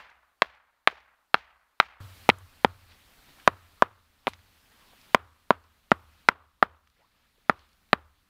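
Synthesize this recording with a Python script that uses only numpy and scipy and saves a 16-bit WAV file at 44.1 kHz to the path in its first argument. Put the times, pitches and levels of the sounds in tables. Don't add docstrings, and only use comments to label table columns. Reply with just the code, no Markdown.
import sys
import numpy as np
from scipy import signal
from scipy.io import wavfile
from scipy.ndimage import uniform_filter1d

SR = 44100
rng = np.random.default_rng(int(sys.argv[2]) if len(sys.argv) > 2 else 0)


def ratio(d):
    e = np.asarray(d, float) / 20
    return 10 ** e


def dump(signal):
    limited = np.clip(np.atleast_2d(signal).T, -1, 1)
    pcm = np.round(limited * 32767).astype(np.int16)
    wavfile.write(sys.argv[1], SR, pcm)


N = 365588

LEAD = 4410
VIEW_CHANGE_S = 2.0022
SHAKE_LATE_S = .015


def evened(x):
    return x / np.sqrt(np.mean(x ** 2) + 1e-20)


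def smoothed_twice(x, size):
    return uniform_filter1d(uniform_filter1d(x, size=size), size=size)


def read(points, hz, axis=1):
    table = np.transpose(points)
    return np.interp(np.log(hz + 1), np.log(table[0] + 1), table[axis])


def add(mix, s, sound):
    part = mix[LEAD + round(s * SR):][:len(sound)]
    part += sound[:len(part)]


def noise(size, level_db, order=8):
    frame, hop = 2 ** order, 2 ** (order - 2)
    hz = np.fft.rfftfreq(frame, 1 / SR)[:, None]
    s = np.arange(size // hop + 4) * hop / SR
    a, b = rng.standard_normal((len(s), len(hz), 2)).T
    spectra = (a + 1j * b) * ratio(level_db(hz, s))
    return signal.istft(spectra, nperseg=frame, noverlap=frame - hop)[1][:size]


# (time [s], hiss left by the gain control [dB], ground shake over hiss [dB])
AFTER_BLOW = [(0, -88, 27.5), (.43, -90.5, 27), (.88, -88, 26), (1.35, -88, 27), (1.81, -87.5, 25.5),
              (1.99, -66, 24), (2.299, -72.5, 28.5), (2.65, -73.5, 30.5), (3.48, -74.5, 27.5),
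              (3.83, -80.5, 27.5), (4.281, -75.5, 23.5), (5.155, -80.5, 29.5), (5.51, -81, 28),
              (5.92, -78, 30), (6.295, -86, 29.5), (6.63, -86, 30), (7.5, -81.5, 26), (7.94, -83.5, 33)]
RECOVER_DB_PER_S, STEP_S = 7.5, .008


def gain_control():
    t = np.arange(N) / SR
    s, db, _ = np.transpose(AFTER_BLOW)
    s = np.where(abs(s - VIEW_CHANGE_S) < SHAKE_LATE_S, VIEW_CHANGE_S, s)
    last = np.searchsorted(s, t, "right") - 1
    hiss_db = db[last] + RECOVER_DB_PER_S * (t - s[last])
    return t, uniform_filter1d(hiss_db, size=round(STEP_S * SR))


# (frequency [Hz], level [dB per Hz])
HISS = [(150, 3), (1000, 3), (5000, -0.5), (10000, -0.5), (15500, 0.5), (15900, -23.5)]
# (frequency [Hz], level [dB per Hz])
RUSTLE = [(88, -35), (150, -5.5), (230, -3.5), (400, -7.5), (1300, -2), (4300, -6), (5500, -14),
          (11000, -46.5)]
# (frequency [Hz], level [dB per Hz])
RUMBLE = [(12, -30), (20, 1), (50, 1.2), (150, -11), (221, -8.5), (300, -12), (390, -44), (660, -120)]
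# (centre [s], half length [s], rise [dB])
STIRS = [
    (2.92, 0.0316, 7),
    (3.35, 0.128, 1.5),
    (4.299, 0.0496, 7),
    (4.95, .2, 1.6),
    (6.2, .08, 3),
    (6.998, 0.0514, 5.5),
    (7.2, .08, 4),
    (7.601, .07, 8),
]
MIDDLE_DB = -75
LEAVES_DB, LEAVES_SHARE, FAR_LEAVES_DB = 8, 0.978, -2
RUMBLE_DB, RUMBLE_SHARE, FAR_RUMBLE_DB = 5, 0.7, -12


def air():
    t, hiss_db = gain_control()
    far = t < VIEW_CHANGE_S
    gain_db = hiss_db - MIDDLE_DB
    stirred_db = sum(db * np.exp(-((t - s) / half) ** 2) for s, half, db in STIRS)
    rustle_db = MIDDLE_DB + LEAVES_DB + LEAVES_SHARE * gain_db + FAR_LEAVES_DB * far + stirred_db
    rumble_db = MIDDLE_DB + RUMBLE_DB + RUMBLE_SHARE * gain_db + FAR_RUMBLE_DB * far

    def patchy(hz, s):
        grain = uniform_filter1d(rng.standard_normal((len(hz), len(s))), size=5, axis=0)
        return read(RUSTLE, hz) + 1.9 * evened(uniform_filter1d(grain, size=20, axis=1))

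    hiss = evened(noise(N, lambda hz, s: read(HISS, hz) + 0 * s)) * ratio(hiss_db + 4.5)
    rustle = evened(noise(N, patchy)) * ratio(rustle_db - 1.0)
    rumble = evened(noise(N, lambda hz, s: read(RUMBLE, hz) + 0 * s, order=12)) * ratio(rumble_db - 0.5)
    return hiss + rustle + rumble


# (centre [s], half length [s], level [dB], pitch [Hz], rise [Hz/s])
SWISHES = [
    (4.86, .08, -67.5, 1050, -300),
    (7.03, 0.059, -74.5, 800, 9001),
    (7.03, 0.039, -69, 900, 11000.5),
    (3.8, 0.027, -63, 1200, 103),
]


def swishes():
    out = np.zeros(N + LEAD)
    t = np.arange(-.2, .2, 1 / SR)
    for s, half, db, hz, rise in SWISHES:
        a, b = smoothed_twice(rng.standard_normal((2, len(t))), 110)
        carrier = np.exp(2j * np.pi * (hz + rise * t / 2) * t)
        band = ((evened(a) + 1j * evened(b)) * carrier).real
        add(out, s + t[0], ratio(db) * band * np.exp(-(t / half) ** 2))
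    return out[LEAD:]


# (time [s], peak level [dB], frequency [Hz], length [ms])
TICKS = [(.1, -57.5, 3710, 3.9), (.55, -64.5, 3570, 4.3), (.925, -45, 600, 3.6), (1.003, -59.5, 3638, 3.6),
         (2.386, -45, 8200, 1.57), (2.92, -51.5, 2500, 7), (3.398, -45.5, 2200, 5.0),
         (4.3339, -37, 1600, 1.94), (4.34, -45, 3500, 1.8), (4.284, -36, 2970, 11.3),
         (4.3345, -39.5, 4040, 1.44), (4.284, -45, 8600, 9.9), (4.391, -50, 1800, 2.06),
         (4.75, -59.5, 2170, 2.28), (4.93, -52.5, 519, 5.8), (5.014, -49.5, 4003, 1.96),
         (5.9104, -39.5, 3000, 1.2), (5.64, -56.5, 3952, 1.91), (6.357, -48.5, 999, 1.8),
         (6.873, -52, 1746, 2.0), (6.901, -58, 3500, 0.54), (6.874, -59, 4200, 1.5),
         (6.9, -62.5, 5016, 1.16), (7.38, -62.5, 413, 3.9), (7.46, -63, 611, 2.3),
         (7.592, -50.5, 3300, 3.12), (7.69, -60, 4400, 2.7), (7.731, -57.5, 3800, 1.8),
         (7.89, -57.5, 3000, 0.97)]


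def ticks():
    out, t = np.zeros(N + LEAD), np.arange(SR // 20) / SR
    for s, db, hz, ms in TICKS:
        grit = rng.standard_normal(len(t)) * np.exp(-t * 1000 / ms)
        snap = signal.lfilter(*signal.butter(2, [.7 * hz, 1.45 * hz], "band", fs=SR), grit)
        add(out, s, ratio(db) * snap / abs(snap).max())
    return out[LEAD:]


FAR_SHAKE_HZ, FAR_SHAKE_T60_S = 62.8, .7
SHAKE_HZ, SHAKE_T60_S = 99, .8
SINK_HZ_PER_S, SAG_HZ_PER_S = 3.5, 60


def soil():
    out, t = np.zeros(N + LEAD), np.arange(SR) / SR
    for s, hiss_db, over_db in AFTER_BLOW:
        if s < VIEW_CHANGE_S - SHAKE_LATE_S:
            hz, t60 = FAR_SHAKE_HZ, FAR_SHAKE_T60_S
        else:
            start_hz = SHAKE_HZ - SINK_HZ_PER_S * (s - VIEW_CHANGE_S)
            sag_hz = SAG_HZ_PER_S * (s > VIEW_CHANGE_S - SHAKE_LATE_S) * t * (1 - t / 2) / 2
            hz, t60 = start_hz - sag_hz, SHAKE_T60_S
        a, b = smoothed_twice(rng.standard_normal((2, SR)), 750)
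        swing = .8 + .45 * (evened(a) + 1j * evened(b))
        shake = ratio(hiss_db + over_db - 60 * t / t60) * (swing * np.exp(2j * np.pi * hz * t)).imag
        add(out, s + SHAKE_LATE_S, shake * np.clip(t / 0.0027, 0, 1))
    return out[LEAD:]


# (frequency [Hz], level [dB], t60 [s])
FAR_TREES = [(60, -36, .4), (140, -11, .5), (348, -25.5, 0.8), (750, -5.5, 1.05), (1300, -3.5, 1.1),
             (2200, -3.5, .75), (4500, -13.5, .45), (9000, -31, .3)]
# (frequency [Hz], level [dB], t60 [s])
NEAR_TREES = [(60, -20, .4), (150, 1.5, 0.18), (450, -1, .4), (800, -5, 0.46), (1158, -.6, .7),
              (1900, -10.5, 0.52), (3500, -17.5, .4), (6500, -33, .2)]
FAR_WOOD = dict(trees=FAR_TREES, scatter_db=-54.5, share=0.11, tail_db=-70)
NEAR_WOOD = dict(trees=NEAR_TREES, scatter_db=-53, share=0.18, tail_db=-71)


def returns(trees, scatter_db, share, tail_db):
    t = np.arange(SR) / SR

    def fading(db, share):
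        return noise(SR, lambda hz, s: read(trees, hz) + db - 60 * s / (share * read(trees, hz, axis=2)))

    clumps = ratio(1.9 * evened(uniform_filter1d(rng.standard_normal(SR), size=300)))
    onset = np.clip(t / 0.00067 - 1, 0, 1)
    return (fading(scatter_db, share) + fading(tail_db, 0.952)) * clumps * onset


# (delay [ms], level [dB], sign)
FAR_ECHOES = [(1.7432, -15, 1), (4.1513, -24, -1), (8.53, -20.5, -1), (26.1, -34.5, 0.871),
              (37.46, -40, -1)]
# (delay [ms], level [dB], sign)
NEAR_ECHOES = [(2.6, -20.5, -1), (5.0, -18.5, 0.92), (13, -38.5, 1)]


def echoed(sound, echoes):
    taps = np.zeros(SR // 20)
    for ms, db, sign in echoes:
        taps[round(ms * SR / 1000)] += np.sign(sign) * ratio(db)
    taps = signal.lfilter(*signal.butter(1, 3500, fs=SR), taps)
    taps[0] = 1
    return np.convolve(sound, taps)


def modes(table, t, scale=1, start=0):
    hz, db, ms = np.transpose(table)[..., None]
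    contact = t * 1000 / ms
    swell = contact * np.exp(.5 - .5 * contact ** 2)
    return (ratio(db) * swell * np.sin(2 * np.pi * (hz * scale * t + start))).sum(0)


# (frequency [Hz], level [dB], swell time [ms])
THUD = [(264.6, -4, 2.7), (412.8, 3.5, 1.647), (625.7, -0.5, 1.9)]
# (multiple of the blow's ring [1], level [dB], swell time [ms])
RING = [(1.0, 2, 1.4), (.73, -2, 1.3), (1.36, -4.5, 1.3)]
# (frequency [Hz], level [dB], swell time [ms])
UPPER = [(2001.6, 1, 0.8855), (2500, -2.5, 1), (3081, -3, 0.69), (3800, -5, 0.71), (4587, -12, 0.53)]
CRACK_SHARE = 0.53
JOLT_DB, JOLT_S = -34.5, .005


def knock(db, hz, thud_db, upper_db, crack_db):
    t = np.arange(SR // 20) / SR
    grit = signal.lfilter(*signal.butter(2, [4500, 12500], "band", fs=SR), rng.standard_normal(len(t)))
    crack = evened(grit) * np.exp(-t / 0.00084) * np.clip(t / 0.00013, 0, 1)
    crack = ratio(crack_db + CRACK_SHARE * upper_db) * crack
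    thud_detune, upper_detune = rng.uniform(.94, 1.06, 2)
    thud = -ratio(thud_db - 7.5) * modes(THUD, t, thud_detune)
    thud = signal.lfilter(*signal.butter(2, 125, "high", fs=SR), thud)
    jolt = ratio(JOLT_DB) * np.sin(np.pi * np.minimum(t / JOLT_S, 1)) ** 2
    spot = rng.random((len(UPPER), 1))
    upper = ratio(upper_db - 2.5) * modes(UPPER, t, upper_detune, spot)
    ring = modes(RING, t, hz)
    return ratio(db - 1.2031) * (ring + thud + upper + jolt + crack)


# (time [s], ring [dB], ring [Hz], thud over ring [dB], upper ring over ring [dB])
FAR = [
    (0.4201, -5.5, 1035, -10, 1.5),
    (0.8739, -5, 1179, -9, 0.73),
    (1.3429, -3.5, 1302, -8, -1.2),
    (1.8004, -2, 1304, -13, .6),
]
# (time [s], ring [dB], ring [Hz], thud over ring [dB], upper over ring [dB])
NEAR = [(2.2906, -1, 850, -0.52, -6), (2.2992, -16.5, 1400, -0.7, 11.3), (2.6467, -3, 885.8, 1.8, -4.5),
        (3.4759, 0.5033, 1060, -7, -6), (3.8222, 0.24, 1043, -9, -14.5), (4.2698, -13.5, 828.8, -1.5, -1.5),
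        (4.2775, -14, 1033, -2.5, -11.5), (5.1465, -0.92, 1025, -3, -2.5), (5.5057, -1.5, 1011, -2.5, -15),
        (5.9166, -4, 1295, 3.5, -9), (6.2868, -0.5, 1404, -7.5, -5), (6.6262, -1.5952, 1210, -8.5, -16),
        (7.496, -4.5, 1277, -1.5, -12.5), (7.9305, -4.5, 1164, -0.87, -1.24)]
FAR_BEFORE = (-.035, -3, 1100, -7, -2)
NEAR_BEFORE = (1.9724, -0.5, 999, -5.5, -6)
FAR_CRACK_DB, NEAR_CRACK_DB = -23.5, -20.5
BOUNCE_S, BOUNCE_DB = .02, -10


def blows(table, echoes, wood, crack_db):
    out, before = np.zeros(N + LEAD), -1
    for s, *colour in table:
        direct = knock(*colour, crack_db)
        add(out, s, echoed(direct, echoes))
        bounce = s - before < BOUNCE_S
        add(out, s, np.linalg.norm(direct) * ratio(BOUNCE_DB * bounce) * returns(**wood))
        before = s
    return out[LEAD:]


def scene():
    far = blows([FAR_BEFORE, *FAR], FAR_ECHOES, FAR_WOOD, FAR_CRACK_DB)
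    near = blows([NEAR_BEFORE, *NEAR], NEAR_ECHOES, NEAR_WOOD, NEAR_CRACK_DB)
    knocks = np.where(np.arange(N) < VIEW_CHANGE_S * SR, far, near)
    return (knocks + soil() + ticks() + swishes() + air())[None]


def band_limit(x):
    return signal.sosfilt(signal.butter(12, 16820, fs=SR, output="sos"), x)


def record(dry):
    clipped = np.clip(dry, -1, 1)
    limited = signal.lfilter(*signal.butter(8, 15900, fs=SR), clipped)
    return band_limit(limited)


dry = scene()
out = record(dry)
dump(out)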